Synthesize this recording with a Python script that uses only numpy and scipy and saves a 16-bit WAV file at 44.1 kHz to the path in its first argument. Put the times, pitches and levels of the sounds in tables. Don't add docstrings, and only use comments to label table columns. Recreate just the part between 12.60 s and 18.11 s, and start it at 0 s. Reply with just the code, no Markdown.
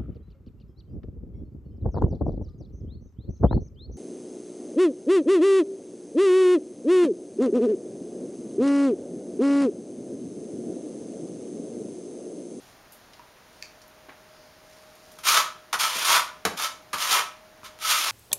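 import sys
import numpy as np
from scipy import signal
from scipy.fft import rfft, irfft
from scipy.io import wavfile

SR = 44100
rng = np.random.default_rng(int(sys.argv[2]) if len(sys.argv) > 2 else 0)


def wrap_up_sound(samples):
    columns = np.atleast_2d(samples).T
    tamed = np.clip(columns, -1, 1)
    steps = np.round(tamed * 32767).astype(np.int16)
    wavfile.write(sys.argv[1], SR, steps)


N = 242991


def from_db(db):
    return 10 ** (np.asarray(db) / 20)


def rms_one(x):
    return x / np.sqrt(np.mean(x ** 2) + 1e-20)


def seconds():
    return np.arange(N) / SR


def add(out, start_s, sound):
    part = out[max(round(start_s * SR), 0):][:len(sound)]
    part += sound[:len(part)]


def swell(middle_s, half_s):
    return np.exp(-np.minimum(((seconds() - middle_s) / half_s) ** 2, 50))


def drift(rate_hz):
    knots = rng.standard_normal(N // 20)
    return rms_one(np.interp(seconds() * rate_hz, np.arange(len(knots)), knots))


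def at_hz(points, hz):
    known_hz, values = np.transpose(points)
    return np.interp(np.log(np.maximum(hz, 1)), np.log(known_hz), values)


def coloured(x, spectrum):
    size = 8192
    gains = rms_one(from_db(at_hz(spectrum, np.linspace(0, SR / 2, size // 2 + 1))))
    cepstrum = irfft(np.log(gains))
    cepstrum[1:size // 2] *= 2
    cepstrum[size // 2 + 1:] = 0
    impulse = irfft(np.exp(rfft(cepstrum)))
    return signal.fftconvolve(x, impulse)[:N]


def softened(x, cutoff_hz):
    pole = np.exp(-2 * np.pi * cutoff_hz / SR)
    return signal.lfilter([1 - pole], [1, -pole], x)


def pole_pair(hz, width_hz):
    radius = np.exp(-np.pi * width_hz / SR)
    return np.array([1, -2 * radius * np.cos(2 * np.pi * hz / SR), radius * radius])


def resonate(x, hz, width_hz):
    rung = softened(signal.lfilter([1, 0, -1], pole_pair(hz, width_hz), x), hz)
    return rung / np.linalg.norm(rung)


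def grains(per_s, spread_db, size=N):
    sizes = from_db(spread_db * np.minimum(rng.exponential(1, size), 4))
    signs = rng.choice([-1, 1], size)
    return rms_one(sizes * signs * (rng.random(size) < per_s / SR))


def burst(decay_s):
    age = np.arange(SR // 2) / SR
    spray = grains(per_s=9000, spread_db=0.5, size=len(age)) * np.exp(-np.minimum(age / decay_s, 50))
    return rms_one(spray + 4 * (age == 0)) / np.sqrt(len(age))


# freq_hz, gain_db
AIR_EQ = [(15, -29), (25, -10), (274, -9.5), (378, -10.5), (552, -11), (631, -6), (684, -9), (945, -10.5),
          (1850, -13.5), (2120, -15.5), (2560, -17.5), (6730, -22), (7910, -30), (9050, -25.5),
          (15500, -30.5)]


def room_air(level_db=-54):
    return from_db(level_db) * coloured(rng.standard_normal(N), AIR_EQ)


# middle_s, half_length_s, level_db
SWISH_CUES = [(0.034, 0.12, -61), (0.987, 0.11, -63), (2.155, 0.12, -61.5), (2.526, 0.22, -59.5)]
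# freq_hz, gain_db
SWISH_EQ = [(500, -13), (2500, -10), (5000, -3), (7000, -6), (12000, -11.5), (16000, -36)]


def swishes():
    envelope = sum(from_db(db) * swell(middle_s, half_s) for middle_s, half_s, db in SWISH_CUES)
    flutter = from_db(0.44 * drift(rate_hz=10))
    return envelope * flutter * coloured(grains(per_s=2200, spread_db=4.5), SWISH_EQ)


def appliance_hum(pitch_hz=622, level_db=-58, start_s=0.22, fade_in_s=1.56):
    cycles = np.cumsum(pitch_hz + 2.92 * drift(rate_hz=13)) / SR
    fade_in = np.clip((seconds() - start_s) / fade_in_s, 0, 1)
    level = from_db(level_db + drift(rate_hz=17))
    return fade_in * level * np.sqrt(2) * np.sin(2 * np.pi * cycles)


# start_s, level_db, pitch_hz, width_hz, crackle_s
POP_CUES = [(0.321, -21, 10600, 6000, 0.021), (.534, -24.5, 4500, 1980, 0.0082),
            (.595, -19.5, 965, 80, 0.00045), (1.217, -26.5, 5470, 3000, .008),
            (1.28, -33, 11500, 3000, .002), (1.486, -19, 610, 680, 0.012), (1.492, -19, 1770, 800, 0.013),
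            (2.353, -33, 12000, 4000, 0.0044), (2.518, -27.5, 9800, 8000, 0.0087)]


def paste():
    hiss = rms_one(resonate(grains(per_s=9000, spread_db=0), hz=4950, width_hz=820))
    out = from_db(-64.5) * swell(middle_s=1.83, half_s=0.15) * hiss
    for start_s, level_db, pitch_hz, width_hz, crackle_s in POP_CUES:
        add(out, start_s, from_db(level_db) * resonate(burst(crackle_s), pitch_hz, width_hz))
    return out


# pitch_hz, width_hz, level_db
BUCKET_MODES = [(1820, 160, -20), (2510, 400, -16), (4430, 420, -14.5), (6400, 1400, -16)]


def bucket_tick(start_s=1.0252):
    out, touch = np.zeros(N), burst(decay_s=0.00075)
    for k, (pitch_hz, width_hz, level_db) in enumerate(BUCKET_MODES):
        add(out, start_s, (-1) ** k * from_db(level_db) * resonate(touch, pitch_hz, width_hz))
    return out


# start_s, clack_db, brightness_hz, skid_s, thud_db, thud_cutoff_hz, slap_db
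LANDING_CUES = [(2.587, -22, 14000, 0.016, -50, 200, -20), (2.637, -19, 9000, 0.016, -39, 200, -18),
                (3.1288, 0, 6800, 0.013, -18.5, 200, 4.5), (3.353, -13, 1490, 0.017, -14, 600, -16),
                (3.8516, 4, 4450, 0.0064, 3, 1100, -4.5), (3.92, -23, 1000, 0.022, -15, 500, -8),
                (4.331, -2, 5000, 0.025, -1.5, 60, -1), (5.032, -20, 1000, 0.0044, -6, 55, -14),
                (5.189, -25.5, 6000, 0.0018, -27, 201, -18)]
# freq_hz, gain_db
CLACK_EQ = [(30, -66), (300, -7), (700, -4), (1000, 9), (1230, 9.5), (1450, 4.5), (1900, 4), (3500, 1),
            (7000, 1.5), (12000, -0.5), (16000, -16)]
# freq_hz, gain_db
THUD_EQ = [(20, -42), (55, -29), (86, -3), (112, -10.5), (165, 1.5), (240, 2.5), (310, -2), (450, 6),
           (700, -2.5), (1200, -18), (4000, -39)]


def landings(bounces=3, bounce_s=0.011, bounce_loss_db=13, slap_hz=1610, slap_skid_s=0.009):
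    edge, weight = np.zeros(N), np.zeros(N)
    for start_s, clack_db, brightness_hz, skid_s, thud_db, thud_hz, slap_db in LANDING_CUES:
        contacts = [(start_s, 0, brightness_hz, skid_s)]
        contacts += [(start_s + (k + 1) * bounce_s, slap_db - k * bounce_loss_db, slap_hz, slap_skid_s)
                     for k in range(bounces)]
        for at_s, touch_db, cutoff_hz, decay_s in contacts:
            push = from_db(touch_db) * burst(decay_s)
            add(edge, at_s, from_db(clack_db) * softened(push, cutoff_hz))
            add(weight, at_s, from_db(thud_db) * softened(softened(push, thud_hz), 2 * thud_hz))
    return from_db(5.5) * coloured(edge, CLACK_EQ), from_db(2) * coloured(weight, THUD_EQ)


# pitch_hz, width_hz, boost_db
BLADE_MODES = [(376, 30, 5), (918, 20, 7.5), (1003, 22, 6.5), (1168, 28, 5), (1212, 18, 4), (1308, 38, 9.5),
               (1457, 18, 7), (1535, 25, 3), (1722, 22, 4), (2207, 24, 4), (2368, 70, 4), (2939, 28, 4),
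               (3123, 26, 5), (3236, 26, 3), (3308, 30, 5.5), (3557, 60, 4), (3800, 28, 3.5)]


def blade_ring(x):
    for pitch_hz, width_hz, boost_db in BLADE_MODES:
        zeros = pole_pair(pitch_hz, width_hz * from_db(boost_db))
        x = signal.lfilter(zeros, pole_pair(pitch_hz, width_hz), x)
    return x


# start_s, bite_s, drag_s, rasp_db, swell_db, judder_db, singing_db
STROKE_CUES = [(2.63, .058, .10, -20.5, -3, -5.5, -0.5), (3.184, 0.015, 0.046, -24.5, -1.5, -10.5, -3.5),
               (3.24, 0.026, 0.11, -30, -6, -3, -10), (3.325, 0.025, 0.23, -30, 4, -5.5, -24),
               (3.425, 0.025, 0.063, -22, -1, -6.5, -6.5), (3.489, 0.032, .05, -20.5, -4, -1.5, 0),
               (3.963, 0.014, 0.023, -32.5, 2.5, -11, -3.5), (3.999, 0.026, 0.012, -26.5, -1, -11, -4.5),
               (4.36, 0.049, 0.14, -28.5, 1.5, -4.5, -7.5), (4.478, 0.044, 0.063, -19.5, -7, -3, -5),
               (5.034, 0.014, 0.011, -42.5, -2.5, -11, -1), (5.189, 0.12, 0.04, -22, -1.5, -20, -1.5),
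               (5.34, 0.026, 0.12, -26, -0.5, -9.5, -17)]


def strokes(bite_curve=1.3, lift_s=0.044):
    envelopes = np.zeros((4, N))
    for start_s, bite_s, drag_s, rasp_db, swell_db, judder_db, singing_db in STROKE_CUES:
        age = seconds() - start_s
        bite = np.clip(age / bite_s, 0, 1) ** bite_curve
        lift = np.clip(1 - (age - bite_s - drag_s) / lift_s, 0, 1)
        contact = bite * lift
        touching = contact > 0
        travel = np.clip((age[touching] - bite_s) / drag_s, 0, 1)
        rasp = contact[touching] * from_db(rasp_db + swell_db * travel)
        past_middle = travel - 0.5
        over_rasp_db = [np.zeros_like(rasp),
                        judder_db + 10.5 * past_middle,
                        singing_db + 5.5 * past_middle,
                        -4.5 - 2 * past_middle]
        envelopes[:, touching] = np.maximum(envelopes[:, touching], rasp * from_db(over_rasp_db))
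    return envelopes


# freq_hz, gain_db
RASP_EQ = [(60, -30.5), (250, -20), (700, -9.5), (1100, -2), (1700, -2), (2600, 2.5), (4000, 1.5),
           (6500, 1), (9000, -7), (16000, -33)]
# freq_hz, gain_db
JUDDER_EQ = [(60, -34), (160, -21), (320, -23), (480, -11.5), (560, -4.5), (770, -4), (870, -3), (1060, 6),
             (1300, -5), (1700, -2), (3000, -6.5), (8000, -41.5)]
# freq_hz, gain_db
SINGING_EQ = [(600, -47.5), (1000, -16), (1180, -2), (1290, 0), (1420, -8), (1600, -11), (2200, -22),
              (3000, -35), (3550, -10.5), (4200, -35), (5000, -57)]
# freq_hz, gain_db
GRIT_EQ = [(3000, -63), (6000, -1), (8500, 7), (12000, 7), (14000, -1), (16000, -4.5)]


def scraping():
    rasp, judder, singing, grit = strokes()
    clumps = rms_one(from_db(1.63 * drift(rate_hz=200) + 0.75 * drift(rate_hz=23)))
    teeth = from_db(-1) * coloured(rasp * clumps * grains(per_s=12000, spread_db=2.5), RASP_EQ)
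    slips = from_db(-2) * coloured(judder * clumps * grains(per_s=1500, spread_db=0), JUDDER_EQ)
    plate = from_db(-7) * coloured(singing * grains(per_s=4200, spread_db=3), SINGING_EQ)
    dust = from_db(-2.5) * coloured(grit * clumps * grains(per_s=19000, spread_db=1), GRIT_EQ)
    return teeth + slips + plate + dust


# freq_hz, t60_s
ROOM_DECAY = [(100, 0.28), (500, 0.43), (1200, 0.41), (3500, 0.36), (7000, 0.34), (14000, 0.24)]


def echoes(early_db=-7.5, tail_db=-8, early_decay_s=0.032):
    age = np.arange(SR * 2 // 3) / SR
    hz = np.linspace(0, SR / 2, len(age) // 2 + 1)
    white = rfft(rng.standard_normal(len(age)))
    centres_hz = np.geomspace(100, 14000, num=8)
    tail = 0
    for centre_hz, share in zip(centres_hz, np.eye(len(centres_hz))):
        band = irfft(white * at_hz(np.c_[centres_hz, share], hz), len(age))
        tail = tail + band * from_db(-60 * age / at_hz(ROOM_DECAY, centre_hz))
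    taps = rng.standard_normal(len(age)) * (rng.random(len(age)) < 0.02)
    early = from_db(early_db) * rms_one(taps * np.exp(-age / early_decay_s) * (age > 0.002))
    late = from_db(tail_db) * rms_one(tail * (age > 0.008))
    return (early + late) / np.sqrt(len(age))


def room(direct, places_per_s=30, places=12):
    out = direct
    for place in range(places):
        distance = np.abs((seconds() * places_per_s + place) % places - places / 2)
        share = np.sqrt(np.clip(1 - distance, 0, 1))
        out = out + signal.oaconvolve(direct * share, echoes())[:N]
    return out


def scene():
    clacks, thuds = landings()
    ring_share = 0.5
    steel = blade_ring(scraping() + ring_share * clacks) + (1 - ring_share) * clacks
    work = steel + thuds + paste() + bucket_tick() + swishes()
    mix = room(work) + room_air() + appliance_hum()
    return np.array([mix, mix])


def record(dry, notch_hz=7875, cutoff_hz=15750):
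    notched = signal.lfilter(*signal.iirnotch(notch_hz, Q=8, fs=SR), dry)
    return signal.sosfilt(signal.ellip(12, 0.2, 70, cutoff_hz, fs=SR, output="sos"), notched)


dry = scene()
out = record(dry)
wrap_up_sound(out)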